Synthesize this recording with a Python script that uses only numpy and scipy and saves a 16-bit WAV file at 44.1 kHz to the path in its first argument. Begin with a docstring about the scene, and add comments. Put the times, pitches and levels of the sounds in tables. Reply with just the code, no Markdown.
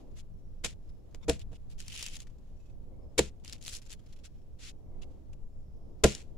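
"""An axe bites four times into the thick bark of a standing trunk: noise crunches, struck modes thud.
Between blows blade and hand pry, scrape and crack the bark loose, as enveloped noise and chip rings.
Wind buffets a two-port microphone close by and insects sing far off, all as filtered noise.
A noise suppressor lowers the treble whenever nothing louder passes.
Source levels are set ahead of the port stage, which trims and colours them."""
import sys
import numpy as np
from scipy import signal
from scipy.io import wavfile
from scipy.ndimage import uniform_filter1d, minimum_filter1d

SR = 44100
rng = np.random.default_rng(int(sys.argv[2]) if len(sys.argv) > 2 else 0)


def bounce(signal):
    """Save signal as a 16-bit WAV file at the path given by the first command-line argument."""
    frames = np.transpose(np.atleast_2d(signal))
    limited = np.clip(frames, -1, 1)
    pcm = np.round(limited * 32767).astype(np.int16)
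    wavfile.write(sys.argv[1], SR, pcm)


N = 281251

# Blade meeting wood, several contacts to a blow: (t/s, crunch peak level/dB, thud level/dB, crunch length/s)
BLADE_CONTACTS = [(0.637, -31.5, -54, 0.0068), (0.6429, -21.5, -48.5, 0.01), (0.652, -31, -52, 0.016),
                  (1.143, -47, -55.5, .002), (1.2809, -31, -32.5, 0.0084), (1.2873, -41.5, -30.5, 0.0041),
                  (1.2938, -13.5, -33, 0.0047), (1.2978, -41, -30, 0.006), (1.515, -59, -59, .015),
                  (1.526, -93, -53.5, 0.011), (3.178, -17.5, -38, 0.018), (3.1878, -11.5, -29.5, .0064),
                  (3.190, -24.5, -27, .0033), (6.0362, -11, -27, 0.0091), (6.041, -26, -20, .0023),
                  (6.046, -15, -23.5, 0.0025), (6.0497, -34, -25, .0053)]
# Modes of the trunk, the first five for the deep push: (f/Hz, relative level/dB, t60/s)
TRUNK_MODES = [(64.3, 1.5, 0.15), (136.5, -8.5, 0.22), (174, -2.5, 0.12), (208, -4.5, 0.16), (250, -4, .06),
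               (284.2, -10, .06), (339, -7, .07), (380.8, -8.5, 0.073), (459.7, 4.5, 0.034),
               (537, 2, 0.024), (654, -4.5, 0.053), (704, -9, 0.04), (800, -20, .04), (936, -15.5, 0.05),
               (1028, -8, 0.021), (1150, -17, 0.027), (1385, -6, .03), (1580, -18.5, .02), (2000, -16, .02)]
# Tone of the crushed bark: (f/Hz, relative level/dB)
CRUNCH_TONE = [(500, -7.5), (1200, -8), (2500, 0), (5000, -3), (8000, 0), (11000, -13), (16000, -18.5)]
# Crumbs falling after each blow: (t/s, level/dB, t60/s)
CRUMB_FALLS = [(0.646, -35.5, 0.2), (1.146, -58, .09), (1.287, -30, .18), (3.186, -30.5, 0.23),
               (6.037, -26.5, 0.36)]
# Tone of the falling crumbs: (f/Hz, relative level/dB)
CRUMB_TONE = [(500, -11), (1200, -12.5), (2500, 2), (5000, -0.5), (8000, 0.5), (11000, -14), (16000, -21)]
# Shoves on the trunk: (t/s, force level/dB, length/s)
TRUNK_PUSHES = [(0.641, -75, 0.0015), (1.289, -63.5, 0.0018), (3.198, -64.5, 0.0019), (6.041, -53.5, 0.002),
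                (6.051, -58, 0.00057)]
# Blurred tone of countless weak modes of bark and wood: (f/Hz, relative level/dB)
KNOCK_TONE = [(60, -13), (130, -2), (220, 7.5), (350, -6.5), (700, 4.5), (1200, -12), (1700, -10),
              (3000, -27)]
# Stopping time of the blade (s) at this crunch level (dB); it shortens as the bite hardens (dB per dB)
STOP_S, STOP_AT_DB, STOP_SLOPE = 0.00022, -24.5, 0.12
# Crunch peak over its mean; shares of the thud that ring the trunk modes and the weak modes (dB)
CREST_DB, SHOVE_DB, KNOCK_DB = 6, -14.5, -1


def blows():
    """The blade crushes bark, shoves the trunk into its modes and leaves crumbs falling."""
    crunch, debris, force, knock = np.zeros((4, 2, N))
    push, t = np.zeros(N), np.arange(SR // 3) / SR
    for s, crunch_db, thud_db, length in BLADE_CONTACTS:
        # flat while the edge travels, then it stops
        burst = np.minimum(t / 0.0041, 1) / (1 + (t / length) ** 6)
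        add(crunch, s, amp(crunch_db - CREST_DB) * puff(burst, 0.42))
        # a quicker stop rings higher modes
        stop = STOP_S * amp(STOP_SLOPE * (STOP_AT_DB - crunch_db))
        shove = 0.00039 / stop * t / stop * np.exp(-t / stop)
        add(force, s, amp(thud_db + SHOVE_DB) * (shove + 0.12 * puff(burst, 0.93)))
        knock_shape = np.minimum(t / 0.0029, 1) * amp(-60 * t / 0.057)
        add(knock, s, amp(thud_db + KNOCK_DB) * puff(knock_shape, 0.47))
    for s, db, t60 in CRUMB_FALLS:
        fall = amp(db - 60 * t / t60) * np.minimum(t / 0.007, 1)
        add(debris, s, fall * pair(len(t), 0.28))
    for s, db, length in TRUNK_PUSHES:
        half_sine = np.maximum(np.sin(np.pi * np.minimum(t / length, 1)), 0)
        add(push, s, amp(db) * half_sine)

    modes = ringing(TRUNK_MODES, t)
    thud = signal.oaconvolve(-force, modes[5:].sum(0)[None], axes=1)[:, :N]
    # the wood lies nearer the right port, so the left hears it later
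    thud[0] = np.interp(np.arange(N) - 0.00012 * SR, np.arange(N), thud[0])
    deep = signal.oaconvolve(-push, modes[:5].sum(0))[None, :N]
    thud_echo = amp(-14) * scattered(thud, 0.18, 0.0085)
    deep_echo = amp(-11.5) * scattered(deep, 0.21, 0.0085)
    splinters = debris * np.sqrt(0.37 + 0.18 * grains(300, 1.3, 0.006) ** 2)
    noises = colour(crunch, CRUNCH_TONE) + colour(splinters, CRUMB_TONE) + colour(knock, KNOCK_TONE)
    return noises + thud + deep + thud_echo + deep_echo


# Snaps of bark fibre, loudest or alone, and a few faint soft rustles that the suppressor lets through:
# (t/s, level/dB, chip f/Hz, t60/s)
SNAPS_AND_RUSTLES = [(0.027, -60, 2700, .015), (0.113, -63, 7100, 0.022), (0.89, -63.5, 5200, .06),
                     (1.1112, -58, 6630, 0.014), (1.1265, -57, 2000, .012), (1.1475, -48, 2200, 0.006),
                     (1.3945, -49.5, 4670, 0.022), (1.4147, -53, 3780, .026), (1.5293, -57, 4000, 0.023),
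                     (1.7442, -56.5, 4780, 0.017), (1.7953, -52, 6900, .014), (1.8817, -39, 3280, 0.025),
                     (1.939, -45, 3460, 0.051), (1.952, -42, 2700, 0.028), (1.9922, -42, 2800, 0.042),
                     (2.0134, -45, 2630, 0.037), (2.0269, -32.5, 2942, 0.034), (2.064, -33, 3320, .02),
                     (2.0844, -42.5, 7000, 0.024), (2.1543, -45, 6330, .03), (2.1677, -43.5, 7300, .015),
                     (2.2032, -47.5, 7030, 0.015), (2.2198, -50.5, 3240, 0.032), (2.269, -55, 2000, 0.039),
                     (2.2963, -56, 3140, 0.061), (2.384, -57.5, 7400, 0.023), (3.3993, -53.5, 3740, 0.011),
                     (3.448, -43, 3070, 0.012), (3.4586, -48.5, 4650, .008), (3.479, -42, 5840, 0.017),
                     (3.497, -41.5, 4970, .01), (3.526, -41, 5500, 0.031), (3.5318, -37, 5170, .02),
                     (3.545, -55, 2560, 0.042), (3.5634, -55.5, 2510, .016), (3.5807, -54.5, 3700, 0.022),
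                     (3.6146, -51.5, 7050, 0.014), (3.626, -46, 5440, .012), (3.6622, -45, 5000, 0.034),
                     (3.68, -32.5, 4560, 0.011), (3.6907, -39, 5840, 0.01), (3.739, -41, 5340, 0.043),
                     (3.7523, -43.5, 4600, 0.036), (3.8182, -50, 5830, 0.017), (3.862, -56.5, 7300, 0.035),
                     (3.8855, -56, 4000, .012), (3.895, -56, 4100, .012), (3.91, -47, 5650, 0.018),
                     (3.9263, -44.5, 4700, 0.032), (3.9933, -56, 3500, 0.034), (4.041, -55.5, 4340, 0.011),
                     (4.0645, -55, 5320, 0.01), (4.0865, -61, 3750, 0.068), (4.1242, -58, 4440, 0.045),
                     (4.163, -56.5, 2890, 0.029), (4.19, -54.5, 3470, 0.008), (4.4175, -56, 2820, 0.011),
                     (4.466, -59, 2600, 0.011), (5.022, -51.5, 2900, 0.018), (5.331, -56, 2700, 0.032),
                     (5.895, -66, 7300, .015), (6.1504, -36, 7100, .015)]
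# Tone of rubbed and snapping bark, shared with the strokes: (f/Hz, relative level/dB)
SCRAPE_TONE = [(500, -55), (1300, -8), (2700, 1.5), (4000, 3), (6000, 4.5), (8500, 2), (11500, -7.5),
               (16000, -9)]
# Chip ring (dB) against a burst of this level (dB); louder snaps ring their chip less (dB per dB)
CHIP_DB, CHIP_AT_DB, CHIP_SLOPE = -3.5, -50.5, 0.3
HARD_DB = -47.5  # snaps above this start with a full hard edge, fainter bursts with a weaker one


def cracks():
    """A noise burst rings a few cycles of a chip: ticking for strong snaps, soft for faint rustles."""
    bursts, rings, t = np.zeros((2, N)), np.zeros((2, N)), np.arange(SR // 20) / SR
    for s, db, hz, t60 in SNAPS_AND_RUSTLES:
        edge = 3.3 * min(amp(db - HARD_DB), 1) * amp(-60 * t / 0.0025)
        body = np.minimum(t / 0.0023, 1) * amp(-60 * t / t60)
        burst = amp(db) * puff(body + edge, 0.64)
        add(bursts, s, burst)
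        chip = amp(-60 * t[:300] / 0.004) * np.sin(2 * np.pi * hz * t[:300])
        chip_ring = signal.oaconvolve(burst, chip[None] / np.linalg.norm(chip), axes=1)
        add(rings, s, amp(CHIP_DB + CHIP_SLOPE * (CHIP_AT_DB - db)) * chip_ring)
    return colour(bursts, SCRAPE_TONE) + rings


# Strokes over the bark: (t/s, rise/s, hold/s, fall/s, level/dB, grit 0-1,
# treble over bass level/dB, hollow ring level/dB)
BARK_STROKES = [(0.125, 0.057, .025, 0.01, -59.5, 0.24, -2, -15),
                (1.377, 0.042, 0.0028, 0.0094, -63.5, 0.6, -13, 10),
                (1.497, 0.037, .025, 0.028, -67, 0.44, 2.5, 7.5),
                (1.686, 0.013, 0.0046, 0.11, -65, 0.52, 7, -19),
                (1.766, 0.035, 0.0054, 0.046, -49.5, 0.77, 2, -27),
                (1.801, 0.18, 0.074, .07, -48.5, 0.66, 6, 8.5), (2.077, 0.058, .03, 0.023, -50, 0.5, 4, 1),
                (2.176, 0.016, 0.011, 0.1, -57.5, 0.6, 3, -3),
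                (3.429, 0.022, 0.092, 0.06, -59, 0.4, -5.5, -4),
                (3.589, 0.091, 0.076, 0.061, -47, 0.69, 5.5, -20),
                (3.807, 0.024, 0.0062, 0.081, -62, .7, 6, -11),
                (3.872, 0.053, 0.0037, 0.033, -48.5, 1, 0.5, -31),
                (4.228, 0.026, 0.0016, 0.026, -50.5, 0.4, -5.5, -32),
                (4.563, 0.075, 0.057, 0.03, -52, 0, -9.5, -23),
                (5.014, .005, 0.018, 0.008, -68, 0.6, 0, 18)]
EASE = 1.56  # exponent: how curved the rise and fall of a stroke are


def strokes():
    """Rubbing is a hiss; grit breaks it into clumps of tiny snaps of very unequal size."""
    t, out = np.arange(SR // 2) / SR, np.zeros((2, N))
    clumps, hiss = grains(450, 3.5, 0.003), pair(N, 0.23)
    for s, rise, hold, fall, db, grit, tilt_db, hollow_db in BARK_STROKES:
        ramps = np.minimum(t / rise, (rise + hold + fall - t) / fall)
        press = np.clip(ramps, 0, 1) ** EASE
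        here = slice(round(s * SR), round(s * SR) + len(t))
        grit = np.clip(grit, 0, 1)
        texture = np.sqrt(1 - grit + grit * clumps[here] ** 2)
        rub = colour(amp(db) * press * texture * hiss[:, here], SCRAPE_TONE)
        low = signal.lfilter(*signal.butter(1, 4500, fs=SR), rub)
        high = rub - low
        # the air gap behind the loosened slab resounds
        gap = signal.lfilter(*signal.iirpeak(2850, 3.0, fs=SR), rub)
        add(out, s, amp(-tilt_db / 2) * low + amp(tilt_db / 2) * high + amp(hollow_db) * gap)
    return out


# Modes of the axe handle: (f/Hz, relative level/dB, t60/s)
HANDLE_MODES = [(930, -5.5, 0.06), (1400, -11, .02), (2060, -9.5, .025), (2426, -1.5, 0.038),
                (3170, -7, .025), (3580, 1.5, .03), (5500, -7.5, .015), (6960, -12, 0.0067)]
# The handle works in the axe head: (t/s, length/s, level/dB, brightness/dB per octave)
HANDLE_CREAKS = [(1.208, 0.04, -64, -3), (1.223, 0.02015, -63.5, 10.5)]


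def creaks():
    """Brief friction rings the modes of the handle."""
    out, t = np.zeros((2, N)), np.arange(SR // 10) / SR
    octaves = np.log2(np.transpose(HANDLE_MODES)[0] / 2000)
    for s, length, db, tilt_db in HANDLE_CREAKS:
        count = round(length * SR)
        body = amp(tilt_db * octaves) @ ringing(HANDLE_MODES, t)
        rub = pair(count, 0.62) * signal.windows.tukey(count, 0.3)
        creak = signal.oaconvolve(rub, body[None] / np.linalg.norm(body), axes=1)
        add(out, s, amp(db) * creak)
    return out


# Course of the wind: (t/s, buffeting level/dB, roar level/dB)
WIND_COURSE = [(0.0, -48.5, -56.5), (0.25, -46, -68), (0.75, -46.5, -67), (1.05, -48.5, -64),
               (1.33, -40, -67.5), (1.7, -46, -67), (2.65, -46.5, -66), (3.0, -47.5, -59),
               (3.23, -47.5, -64.5), (4.069, -48, -67), (4.65, -47, -66.5), (5.01, -46.5, -57.5),
               (5.2, -47.5, -63), (5.7, -47.5, -67.5), (5.88, -46, -58), (5.96, -49.5, -61),
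               (6.38, -46.5, -61.5)]
# Tone of the pressure on the ports: (f/Hz, relative level/dB)
BUFFET_TONE = [(5.9, -25), (10, 6.5), (18, 6), (33, -8.5), (59, -6), (96, -12.5), (226, -27.5),
               (300, -35.5), (390, -58), (660, -120)]
# Tone of the air through the trees: (f/Hz, relative level/dB)
ROAR_TONE = [(80, -13), (150, -7.5), (250, 1.5), (500, -2.5), (800, -11.5), (1200, -19.5), (2000, -41)]


def wind():
    """Lumpy low pressure noise on the ports, and a roar of air through the trees."""
    s, buffet_db, roar_db = np.transpose(WIND_COURSE)
    t = np.arange(N) / SR
    buffet_gain = amp(np.interp(t, s, buffet_db) + 1.5 * wander(0.05))
    roar_gain = amp(np.interp(t, s, roar_db) + 0.74 * wander(0.032))
    buffet = colour(pair(N, 0.41), BUFFET_TONE) * buffet_gain
    roar = colour(pair(N, 0.17), ROAR_TONE) * roar_gain
    return buffet + roar


# Tone of the leaves: (f/Hz, relative level/dB)
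LEAF_TONE = [(700, -19.5), (1300, -5.5), (3000, 0.5), (7000, -2), (10000, -10.5), (16000, -6.5)]
# Course of the rustle: (t/s, level/dB)
RUSTLE_COURSE = [(0, -63.5), (.12, -65), (.3, -69.5), (0.9, -67), (2.65, -65.5), (2.9, -69.5), (4.0, -63),
                 (4.8, -69.5), (5.1, -66.5), (5.6, -71.5), (6.38, -65)]
# Faint far tones, perhaps insects above 4 kHz and birds below: (t/s, length/s, f/Hz, width/Hz, level/dB)
FAR_TONES = [(0.296, 0.36, 5720, 170, -75), (0.446, 0.18, 5230, 190, -79), (0.75, 0.33, 5400, 700, -76),
             (2.452, 0.35, 5780, 250, -75.5), (2.529, 0.24, 7260, 500, -77), (2.57, 0.17, 2580, 90, -77),
             (2.86, 0.2, 2175, 250, -78), (2.978, .17, 5190, 160, -77), (4.0, 0.5, 5480, 600, -77),
             (4.45, .55, 5750, 250, -79), (4.84, 0.22, 2140, 250, -77), (5.196, .3, 5750, 200, -79),
             (5.36, .3, 7200, 700, -78), (5.45, .7, 5400, 900, -75)]


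def undergrowth():
    """Leaves rustle faintly as noise; far callers sing in narrow wavering bands of noise."""
    s, db = np.transpose(RUSTLE_COURSE)
    rustle_db = np.interp(np.arange(N) / SR, s, db) + 1.2 * wander(0.04)
    out = amp(rustle_db) * colour(pair(N, 0.087), LEAF_TONE)
    for s, length, hz, width, db in FAR_TONES:
        count = round(length * SR)
        band = signal.butter(2, [hz - width / 2, hz + width / 2], "band", fs=SR, output="sos")
        call = evened(signal.sosfilt(band, pair(count, 0.36)))
        waver = amp(2.1 * wander(0.015)[:count])
        add(out, s, amp(db) * call * signal.windows.tukey(count, 0.4) * waver)
    return out


def amp(db):
    """Decibels to gain."""
    return 10 ** (np.asarray(db) / 20)


def evened(x):
    """Scales to rms 1."""
    return x / np.sqrt(np.mean(x ** 2) + 1e-20)


def colour(x, points):
    """Filters causally (minimum phase) through a spectrum, keeping the power of white noise."""
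    hz = abs(np.fft.fftfreq(8192, 1 / SR))
    f, db = np.transpose(points)
    log_gain = np.log(amp(np.interp(np.log(hz + 1), np.log(f + 1), db)))
    taps = np.fft.ifft(np.exp(np.conj(signal.hilbert(log_gain)))).real[:4096]
    return signal.oaconvolve(x, taps[None] / np.linalg.norm(taps), axes=1)[:, :x.shape[1]]


def pair(count, alike):
    """Noise at two ports that share part of it (alike = correlation 0-1)."""
    a, b = rng.standard_normal((count, 2)).T
    alike = np.clip(alike, 0, 1)
    return np.array([a, alike * a + np.sqrt(1 - alike ** 2) * b])


def wander(seconds):
    """Slow chance of rms 1: noise smoothed twice."""
    size = max(round(seconds * SR), 1)
    smooth = uniform_filter1d(rng.standard_normal(N), size)
    return evened(uniform_filter1d(smooth, size))


def puff(envelope, alike):
    """A short noise burst whose energy is that of its envelope."""
    burst = envelope * pair(len(envelope), alike)
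    return burst * np.linalg.norm(envelope) / np.linalg.norm(burst, axis=1, keepdims=True)


def grains(per_s, spread_db, t60):
    """Envelope of rms 1 made of tiny snaps of unequal size."""
    sizes = amp(spread_db * np.minimum(rng.exponential(1, N), 3))
    snaps = sizes * (rng.random(N) < per_s / SR)
    decay = amp(-60 * np.arange(600) / SR / t60)
    return evened(signal.oaconvolve(snaps, decay)[:N])


def ringing(modes, t):
    """One dying sine for each mode; neighbours start in opposite directions."""
    return np.array([(-1) ** k * amp(db - 60 * t / t60) * np.sin(2 * np.pi * hz * t)
                     for k, (hz, db, t60) in enumerate(modes)])


def scattered(x, t60, delay_s):
    """Trunk, leaves and ground return a short diffuse tail."""
    t = np.arange(SR // 4) / SR
    tail = rng.standard_normal((len(t), 2)).T * amp(-60 * t / t60) * (t > delay_s)
    return signal.oaconvolve(x, tail / np.linalg.norm(tail[0]), axes=1)[:, :N]


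def add(mix, s, sound):
    """Adds a sound into the mix at time s."""
    part = mix[..., round(s * SR):][..., :sound.shape[-1]]
    part += sound[..., :part.shape[-1]]


def scene():
    """Everything as it reaches the two ports."""
    bark = cracks() + strokes() + creaks()
    bark_echo = amp(-18) * scattered(bark, 0.051, 0.0016)
    return blows() + bark + bark_echo + wind() + undergrowth()


# Cavity resonance of each port: (f/Hz, relative level/dB)
LEFT_CAVITY = [(1500, 0.5), (5500, -1.5), (7300, 3), (8500, -5), (10500, -12.5), (16000, -11.5)]
RIGHT_CAVITY = [(1500, 1.5), (5500, -1), (7000, -13), (8800, -5), (10300, 5.5), (12500, -5), (16000, -13.5)]
HISS_DB, EDGE_HZ = -84.5, 15800  # circuit hiss level; upper band limit


def record(dry):
    """Port resonances, a suppressor that lowers the treble while it is quiet, circuit hiss, band limit."""
    ports = np.vstack([colour(dry[:1], LEFT_CAVITY), colour(dry[1:], RIGHT_CAVITY)]) * amp(-2.5)
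    bass = signal.sosfiltfilt(signal.butter(2, 1100, fs=SR, output="sos"), ports)
    treble = ports - bass
    watched = signal.sosfiltfilt(signal.butter(2, 2000, "high", fs=SR, output="sos"), ports)
    power = uniform_filter1d((watched ** 2).mean(0), size=250)
    power_db = 10 * np.log10(abs(power) + 1e-12)
    # stays open a moment after a sound
    held_db = -minimum_filter1d(-power_db, size=450, origin=150)
    keep = np.exp(-1 / (0.12 * SR))
    recent_db = signal.lfilter([1 - keep], [1, -keep], np.maximum(power_db + 68.0, 0))
    # 0 open, 1 shut; after loud sounds it shuts sooner
    shut = 1 / (1 + np.exp(1.57 * (held_db + 65 - 0.37 * recent_db)))
    out = bass + treble * amp(-14 * uniform_filter1d(shut, size=100))
    out += amp(HISS_DB) * pair(N, 0.17)
    band_limit = signal.firwin(255, EDGE_HZ, window=("kaiser", 7), fs=SR)
    return signal.oaconvolve(out, band_limit[None], "same")


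dry = scene()
out = record(dry)
bounce(out)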